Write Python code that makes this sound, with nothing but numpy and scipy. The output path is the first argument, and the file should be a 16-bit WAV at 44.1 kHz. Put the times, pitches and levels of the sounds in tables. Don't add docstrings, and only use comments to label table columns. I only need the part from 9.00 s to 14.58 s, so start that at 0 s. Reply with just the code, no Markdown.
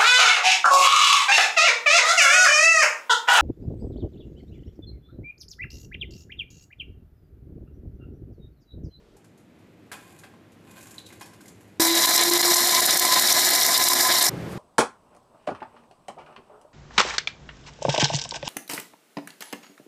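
import sys
import numpy as np
from scipy import signal
from scipy.fft import rfft, irfft
from scipy.io import wavfile
from scipy.ndimage import uniform_filter1d, minimum_filter1d

SR = 44100
rng = np.random.default_rng(int(sys.argv[2]) if len(sys.argv) > 2 else 0)


def materialize(psi):
    bounded = np.clip(np.atleast_2d(psi).T, -1, 1)
    quanta = np.round(bounded * 32767).astype(np.int16)
    wavfile.write(sys.argv[1], SR, quanta)


def volts_from_db(level):
    exponent = np.asarray(level, float) / 20
    return 10 ** exponent


N = 246089
T = np.arange(N) / SR

SHOP_S, GRIND_S, AFTER_S = 0.17, 2.797, 5.296

START_HZ, FULL_HZ, SPIN_UP_S, SAG_HZ = 328.5, 359.5, 0.58, 3.6
PACKS_S, FREES_S = 4.67, 5.05
WHINE_DB, MUFFLED_DB, FREED_DB = -29, -19, -4
SLOTS = 12
# time_s, level_db
SHAFT_UNBALANCE = [(2.8, -18.5), (3.0, -28), (3.06, -41), (3.14, -37), (3.3, -25), (3.5, -23.5),
                   (3.58, -31.5), (3.75, -37.5), (5.3, -39)]

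KNOCK_DB, RATTLE_DB, HISS_DB = -26.5, -25.5, -21.5
# centre_s, change_db, length_s, extra_middle_chip_db
LOAD_HEAVES = [(2.827, 5.5, .04, -1), (2.862, 2.5, .03, -12), (2.92, -4, 0.07, 4), (3.992, -3.5, .04, -8),
               (4.103, -5, 0.037, -3), (4.144, 4, 0.068, -0.5), (3.455, 1.5, 0.042, -3),
               (4.68, 1, 0.063, -5), (4.79, -1.5, 0.032, -2.5), (5.023, 0, 0.035, -10),
               (5.285, -1, .04, -17)]
# pitch_hz, width_hz, gain_db (over the housing)
CLOSED_CUP_TONES = [(709, 100, 13), (1263, 8, 4.5), (1698, 44, 8.5), (1840, 46, 6.5), (2014, 95, 8.5),
                    (2253, 11.7, 11.5), (3594, 17, -4), (3658, 30, 7.5), (3900, 107, 7), (4130, 84, 3),
                    (4960, 110, 10), (5504, 127, 10.5), (5985, 58, 8), (6320, 77, -4), (7080, 200, 7),
                    (7940, 37, -5), (8650, 200, -10.5), (11800, 300, -27), (13400, 60, 7), (14470, 63, -8)]
# pitch_hz, gain_db
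HOUSING_COLOUR = [(40, -19.5), (150, -8), (300, 0), (500, -5.5), (800, -4), (1300, -1.5), (2100, -1),
                  (2650, -8), (3250, -4.5), (4000, -1), (6000, -3), (9000, -2.5), (14100, -2.5),
                  (14700, -50), (16000, -70)]
# pitch_hz, width_hz, subtracted_gain_db
CANCELLED_BAND = (2660, 210, -7.5)

# start_s, level_db, pitch_hz (middle of the spray)
BLADE_CHUNKS = [(2.8046, -11, 4960), (2.8495, -5.5, 5150), (2.9505, -9.5, 5900), (3.0205, -11.5, 6100),
                (3.0548, -10, 4900), (3.0907, -11, 7200), (3.1611, -3.5, 7700), (3.177, -8, 5330),
                (3.2094, -10.5, 7300), (3.2339, -4, 5390), (3.3337, -7, 5070), (3.4536, -6.5, 4960),
                (3.4768, -10, 7390), (3.5207, -6, 4860), (3.5382, -4, 5700), (3.567, -7, 7300),
                (3.6925, -9.5, 4800), (3.7472, -9.5, 5700), (3.9064, -4, 5675), (4.05, -8, 7450),
                (4.1228, -8, 4960), (4.141, -4, 5300), (4.1962, -14, 4960), (4.2715, -7, 4910),
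                (4.3224, -2, 5840), (4.3908, -9, 7080), (4.5326, -9.5, 4960), (4.5498, -9, 7080),
                (4.631, -5, 5550), (4.7065, -14, 4960), (4.7763, -6, 4950), (4.8238, -9, 5470),
                (4.9325, -7, 5100), (5.0078, -8, 4800), (5.1233, -7, 4800), (5.184, -10, 4650),
                (5.2257, -9, 7930), (5.2414, -8.5, 7040), (5.264, -6.5, 5640), (5.2842, -10.5, 5570)]
# start_s, peak_db
SPLINTER_CRACKS = [(3.057, 1), (3.161, -2), (3.298, 3.5), (3.376, 0), (3.414, 4.5), (3.544, -1), (3.804, 2),
                   (3.861, -0.5), (3.973, 0), (3.995, -2), (4.196, -3.5), (4.325, -1.5), (4.489, -4),
                   (4.664, -0.5), (4.776, -2.5), (4.839, 0), (4.885, 1.5), (5.225, -3)]

WALL_HZ, WALL_WIDTH_HZ = 1021.2, 14.6
# peak_s, drive_db (push on the wall)
DRAGGED_LUMPS = [(2.85, -29.5), (3.05, -37), (3.2, -30.5), (3.35, -28), (3.49, -26.5), (3.6, -23.5),
                 (3.77, -23.5), (4.05, -35), (4.16, -21.5), (4.37, -25.5), (4.56, -37.5), (4.739, -22),
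                 (4.93, -24), (5.06, -33), (5.14, -25.5), (5.22, -33)]
LUMP_RISE_S, LUMP_FALL_S, WALL_REST_DB = 0.055, 0.022, -39.5

# start_s, level_db, pitch_hz, body_db, tick_db
# (low body and bright tick are relative to level_db; herbs() trims them)
FALLING_PIECES = [(0.166, -48.5, 780, -17, -11.5), (0.2434, -53, 1580, -9, -7),
                  (0.3754, -55, 872, -14.5, -7.5), (0.3975, -54, 764, -16, -15), (0.59, -52, 970, -21, -18),
                  (0.9158, -26.5, 1610, -7, -14), (0.9285, -29, 1043, -8.5, -22),
                  (1.0904, -50, 754, -9, -12), (1.1886, -41.5, 9150, -19, -10.5),
                  (1.2352, -35, 1570, -7, -19.5), (1.3383, -42, 1050, -21, -36),
                  (1.5189, -54.5, 751, -5, -8), (1.7067, -49, 1010, -15, -7), (1.7624, -47, 1550, -7, -18),
                  (1.7795, -42, 1630, -12, -10.5), (1.8087, -40, 2470, -23, -11),
                  (1.8277, -51, 1540, -16, 1), (1.8697, -39.5, 7290, -10, -10),
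                  (1.9066, -44, 7300, -17, -2.5), (1.9428, -42, 7140, -11, -10),
                  (1.9817, -23.5, 4000, -27, -24.5), (2.0644, -34.5, 3860, -28, -16),
                  (2.059, -45, 7460, -20, -8), (2.0877, -45, 3980, -11, -12),
                  (2.1041, -39.5, 2140, -10.5, -26), (2.124, -40.5, 2040, -10, -10),
                  (2.197, -48, 7000, -20, -5), (2.2098, -35.5, 2030, -1.5, -8.5),
                  (2.2287, -35, 5380, -31, -25), (2.2574, -41.5, 980, -21, -8),
                  (2.3325, -45.5, 1530, -6.5, -9), (2.4074, -42.5, 1550, -14, -9),
                  (2.4564, -41, 2100, -21, -13), (2.4793, -43.5, 7250, -23, -3),
                  (2.608, -50.5, 1840, -13, -8.5), (2.6768, -55, 751, -18, -12)]
# pitch_hz, width_hz, gain_db
OPEN_CUP_TONES = [(810, 68, 2.5), (1043, 51, 6.5), (1570, 115, 1), (2030, 47, -7.5), (2470, 50, -0.5),
                  (3600, 71, -45)]
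# time_s, level_db (herbs() lifts the dull part)
CRUMB_FLOW = [(0.2, -88), (0.9, -77), (0.95, -62.5), (1.2, -64.5), (1.32, -79), (1.58, -82), (1.7, -60),
              (1.85, -59), (2.0, -72), (2.3, -69), (2.55, -74), (2.78, -73)]
DROP_T60_S = 0.093
SMALL_DAMP = 0.17
SCATTER_T60_S, SCATTER_DB = 0.12, -5.5
ROOM_T60_S, ROOM_DB = 0.47, -8.5

# pitch_hz, gain_db
SHOP_COLOUR = [(18, -56), (30, -47), (81, -8.5), (240, -2), (404, -8), (472, -9.5), (1060, -21),
               (1140, -20.5), (1560, -23), (2030, -21), (5030, -35), (11900, -46), (15000, -37)]
# pitch_hz, width_hz, gain_db
SHOP_HUM_TONES = [(105, 8.7, 1), (171, 27, -5.5), (311, 31, -5.5)]
SHOP_DB, SHOP_RISE_DB, SHOP_RISE_S = -53, -5, 0.6
# pitch_hz, gain_db
QUIET_COLOUR = [(15, -34), (25, -5), (49, -9), (77, -16), (250, -18.5), (475, -12), (529, -29), (588, -12),
                (637, -26), (1350, -31), (2780, -37), (3180, -34.5), (15000, -55)]
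# pitch_hz, gain_db
AFTER_COLOUR = [(18, -46), (30, -22), (102, 0), (171, 4.5), (247, -6.5), (328, -1), (426, -6), (881, -15),
                (1730, -19.5), (2700, -25.5), (12500, -43.5), (13900, -41), (15000, -67)]
QUIET_DB, AFTER_DB = -55.5, -33
BRUSH_S, BRUSH_DB, BRUSH_REST_DB = 5.52, -50, -67

TOP_HZ = 14250
CEILING, HOLD_S = 0.5, 0.012


def level(x, db):
    return x * volts_from_db(db) / np.sqrt(np.mean(x ** 2))


def level_curve(table):
    s, db = np.transpose(table)
    return np.interp(T, s, db)


def colour(x, points):
    hz, db = np.transpose(points)
    bins = np.fft.rfftfreq(len(x), 1 / SR) + 1
    gain_db = np.interp(np.log(bins), np.log(hz), db)
    return irfft(rfft(x) * volts_from_db(gain_db), len(x))


def band(x, low_hz, high_hz):
    edges_hz = [low_hz, min(high_hz, 0.45 * SR)]
    return signal.sosfilt(signal.butter(2, edges_hz, "band", fs=SR, output="sos"), x)


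def ring(x, tones):
    return sum(volts_from_db(db) * signal.lfilter(*signal.iirpeak(hz, hz / width, SR), x)
               for hz, width, db in tones)


def walk(rate):
    k = int(SR / rate)
    steps = np.repeat(rng.standard_normal(N // k + 1), k)
    return 1.02 * uniform_filter1d(uniform_filter1d(steps, k), k)[:N]


def grains(rate, spread_db):
    chance, size, sign = rng.random(N), rng.exponential(size=N), rng.standard_normal(N)
    strength = volts_from_db(spread_db * np.minimum(size, 3))
    return level((chance < rate / SR) * strength * sign, 0)


def bumps(times, gains, rise_s, fall_s):
    return sum(g * np.exp(np.minimum((T - s) / rise_s, (s - T) / fall_s)) for s, g in zip(times, gains))


def between(start_s, end_s, fade_s=0.0012):
    return np.clip((T - start_s) / 0.00082, 0, 1) * np.clip((end_s - T) / fade_s, 0, 1) ** 2


def grinder():
    packs, frees = (np.clip((T - s) / 0.039, 0, 1) for s in (PACKS_S, FREES_S))
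    turn = shaft_turn(packs)
    chips = flying_chips(packs - frees)
    chips = chips - ring(chips, [CANCELLED_BAND])
    return grit() + chips + wall(turn) + shaft_hum(turn) + slot_whine(turn, packs, frees)


def flying_chips(packed):
    surge = walk(45)
    heave_db = middle_db = 0
    for s, db, length, extra_db in LOAD_HEAVES:
        shape = np.exp(-((T - s) / length * 2) ** 2)
        heave_db = heave_db + db * shape
        middle_db = middle_db + extra_db * shape
    heavy = chip_swarm(surge, 36, 2650, rate=3000.0, own_db=1.3) * volts_from_db(KNOCK_DB + heave_db)
    middle = chip_swarm(surge, 2520, 4400, rate=6000.0, own_db=3.1)
    middle = middle * volts_from_db(RATTLE_DB + heave_db + middle_db - 1.1 * packed)
    fine = chip_swarm(surge, 4300, 20000, rate=12000.0, own_db=1.65) * volts_from_db(HISS_DB + heave_db)
    return heavy + middle + band(fine + chunks() + cracks(), 3260, 18300)


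def chip_swarm(surge, low_hz, high_hz, rate, own_db):
    chips = grains(rate, spread_db=1.5) * volts_from_db(0.5 * surge + own_db * walk(60))
    ringing = colour(chips + ring(chips, CLOSED_CUP_TONES), HOUSING_COLOUR)
    return level(band(ringing, low_hz, high_hz), 0)


def chunks():
    out = np.zeros(N + SR)
    n = np.arange(SR // 8) / SR
    for s, db, hz in BLADE_CHUNKS:
        noise = rng.standard_normal((2, len(n)))
        own_colour = level(band(noise[0], hz / 1.09, hz * 1.08), -4.5)
        broad = level(band(noise[1], 4130, 12100), -4)
        fade = volts_from_db(db - 60 * n / 0.026) * np.minimum(n / 0.0022, 1)
        i = int(s * SR)
        out[i:i + len(n)] += fade * (own_colour + broad)
    return out[:N]


def cracks():
    out = np.zeros(N)
    n = np.arange(SR // 50) / SR
    for s, db in SPLINTER_CRACKS:
        snap = band(rng.standard_normal(len(n)), 3650, 15300) * volts_from_db(-60 * n / 0.027)
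        i = int(s * SR)
        out[i:i + len(n)] += volts_from_db(db) * snap / np.abs(snap).max()
    return out


def shaft_turn(packs):
    missing_hz = (FULL_HZ - START_HZ) * np.exp(-np.abs(T - GRIND_S) / SPIN_UP_S)
    shaft_hz = FULL_HZ - missing_hz - SAG_HZ * packs
    return 2 * np.pi * np.cumsum(shaft_hz * (1 + 0.00039 * walk(28.95))) / SR


def wall(turn):
    shake = volts_from_db(-11.0 - 46.0 * np.abs(T - GRIND_S)) * np.sin(3 * turn)
    push = grains(rate=1500.0, spread_db=1.0) + shake
    s, db = np.transpose(DRAGGED_LUMPS)
    drag = volts_from_db(WALL_REST_DB) + bumps(s, volts_from_db(db), LUMP_RISE_S, LUMP_FALL_S)
    return ring(push * drag, [(WALL_HZ, WALL_WIDTH_HZ, 28.5)])


def shaft_hum(turn):
    return volts_from_db(level_curve(SHAFT_UNBALANCE) + 3.3 * walk(30.34)) * np.sin(turn)


def slot_whine(turn, packs, frees):
    whine_db = WHINE_DB + MUFFLED_DB * (packs - frees) + FREED_DB * frees
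    return volts_from_db(whine_db + 2.0 * walk(25)) * np.sin(SLOTS * turn)


def grit():
    ticks = signal.lfilter([1], [1, -0.975], np.abs(grains(rate=60.0, spread_db=1.5)))
    return level(band(ticks * rng.standard_normal(N), 8500, 14000), -33)


def herbs():
    pieces = np.zeros(N)
    flow_db = level_curve(CRUMB_FLOW)
    bright, dull = volts_from_db(flow_db), volts_from_db(flow_db + 3.5)
    n = np.arange(SR // 4) / SR
    scatter = volts_from_db(SCATTER_DB - 60 * n / SCATTER_T60_S)
    for s, db, hz, body_db, tick_db in FALLING_PIECES:
        i = int(s * SR)
        pieces[i:i + len(n)] += volts_from_db(db) * falling_piece(n, hz, body_db, tick_db)
        bright[i:i + len(n)] += volts_from_db(db + tick_db) * scatter
        dull[i:i + len(n)] += volts_from_db(db + body_db - 2.5) * scatter
    crumbs = grains(rate=2600.0, spread_db=2.5) * volts_from_db(1.5 * walk(39.8))
    rustle = level(band(crumbs, 6100, 12500) + 0.87 * band(crumbs, 6560, 8140), 0) * bright
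    rattle = level(ring(crumbs, OPEN_CUP_TONES) + volts_from_db(-11) * band(crumbs, 900, 4800), 0) * dull
    return room(band(pieces, 250, 16000) + rustle + rattle)


def falling_piece(n, hz, body_db, tick_db):
    noise = rng.standard_normal((3, len(n)))
    fade = volts_from_db(-60 * n / DROP_T60_S * (hz / 1000) ** SMALL_DAMP)
    ping_fade = volts_from_db(-60 * n / 0.015) + volts_from_db(-15.5 - 60 * n / 0.12 * hz / 2000)
    ping = 0.6 * np.sin(2 * np.pi * hz * n) * ping_fade * np.minimum(n / 0.00045, 1)
    tumble = level(band(noise[0], hz / 1.28, hz * 1.06), -21) * fade ** 0.61
    body = ring(noise[1] * fade, OPEN_CUP_TONES) * volts_from_db(body_db + 3.5)
    body = body + level(band(noise[1], 450, 2444), body_db - 5.5) * fade
    tick = level(band(noise[2], 3300, 11300), tick_db + 1.5) * fade ** 1.03
    return ping + (tumble + body + tick) * np.minimum(n / 0.004, 1)


def room(x):
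    n = np.arange(SR // 2) / SR
    tail = band(rng.standard_normal(len(n)), 150, 11000)
    tail = tail * volts_from_db(-60 * n / ROOM_T60_S) * (n > 0.006)
    tail = tail * volts_from_db(ROOM_DB) / np.sqrt(np.sum(tail ** 2))
    return x + signal.fftconvolve(x, tail)[:N]


def brush():
    stroke = volts_from_db(BRUSH_REST_DB) + bumps([BRUSH_S], [volts_from_db(BRUSH_DB)], rise_s=0.02, fall_s=0.026)
    return level(band(grains(rate=5200.0, spread_db=-4.0), 2500, 14000), 0) * stroke


def shop():
    hum = level(ring(rng.standard_normal(N), SHOP_HUM_TONES), -3)
    rise_db = SHOP_RISE_DB * np.exp(-(T - SHOP_S) / SHOP_RISE_S)
    return (air(SHOP_COLOUR) + hum) * volts_from_db(SHOP_DB + rise_db)


def air(points):
    x = colour(rng.standard_normal(N), points)
    bass = signal.sosfilt(signal.butter(2, 600, fs=SR, output="sos"), x)
    treble = x - bass
    return level(bass * volts_from_db(1.3 * walk(10)) + treble * volts_from_db(0.74 * walk(13)), 0)


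def scene():
    quiet = between(-1, SHOP_S) * air(QUIET_COLOUR) * volts_from_db(QUIET_DB)
    tipping = between(SHOP_S, GRIND_S) * shop() + between(0, GRIND_S) * herbs()
    grinding = between(GRIND_S, AFTER_S + 0.003, fade_s=0.007) * grinder()
    after = between(AFTER_S - 0.003, 9) * (air(AFTER_COLOUR) * volts_from_db(AFTER_DB) + brush())
    return (quiet + tipping + grinding + after)[None]


def limiter(x):
    hold, ahead = int(HOLD_S * SR), SR // 1000
    need = np.minimum(1, CEILING / np.maximum(np.abs(x), 1e-9))
    held = minimum_filter1d(need, hold, origin=(hold - 1) // 2 - ahead)
    return x * uniform_filter1d(held, ahead)


def band_limit(x):
    return signal.sosfilt(signal.butter(12, 15200, fs=SR, output="sos"), x)


def record(dry):
    bass_cut = signal.butter(2, 28, "high", fs=SR, output="sos")
    top_cut = signal.ellip(10, 0.3, 60, TOP_HZ, fs=SR, output="sos")
    limited = limiter(signal.sosfilt(bass_cut, dry))
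    mix = signal.sosfilt(top_cut, limited)
    return band_limit(mix)


dry = scene()
out = record(dry)
materialize(out)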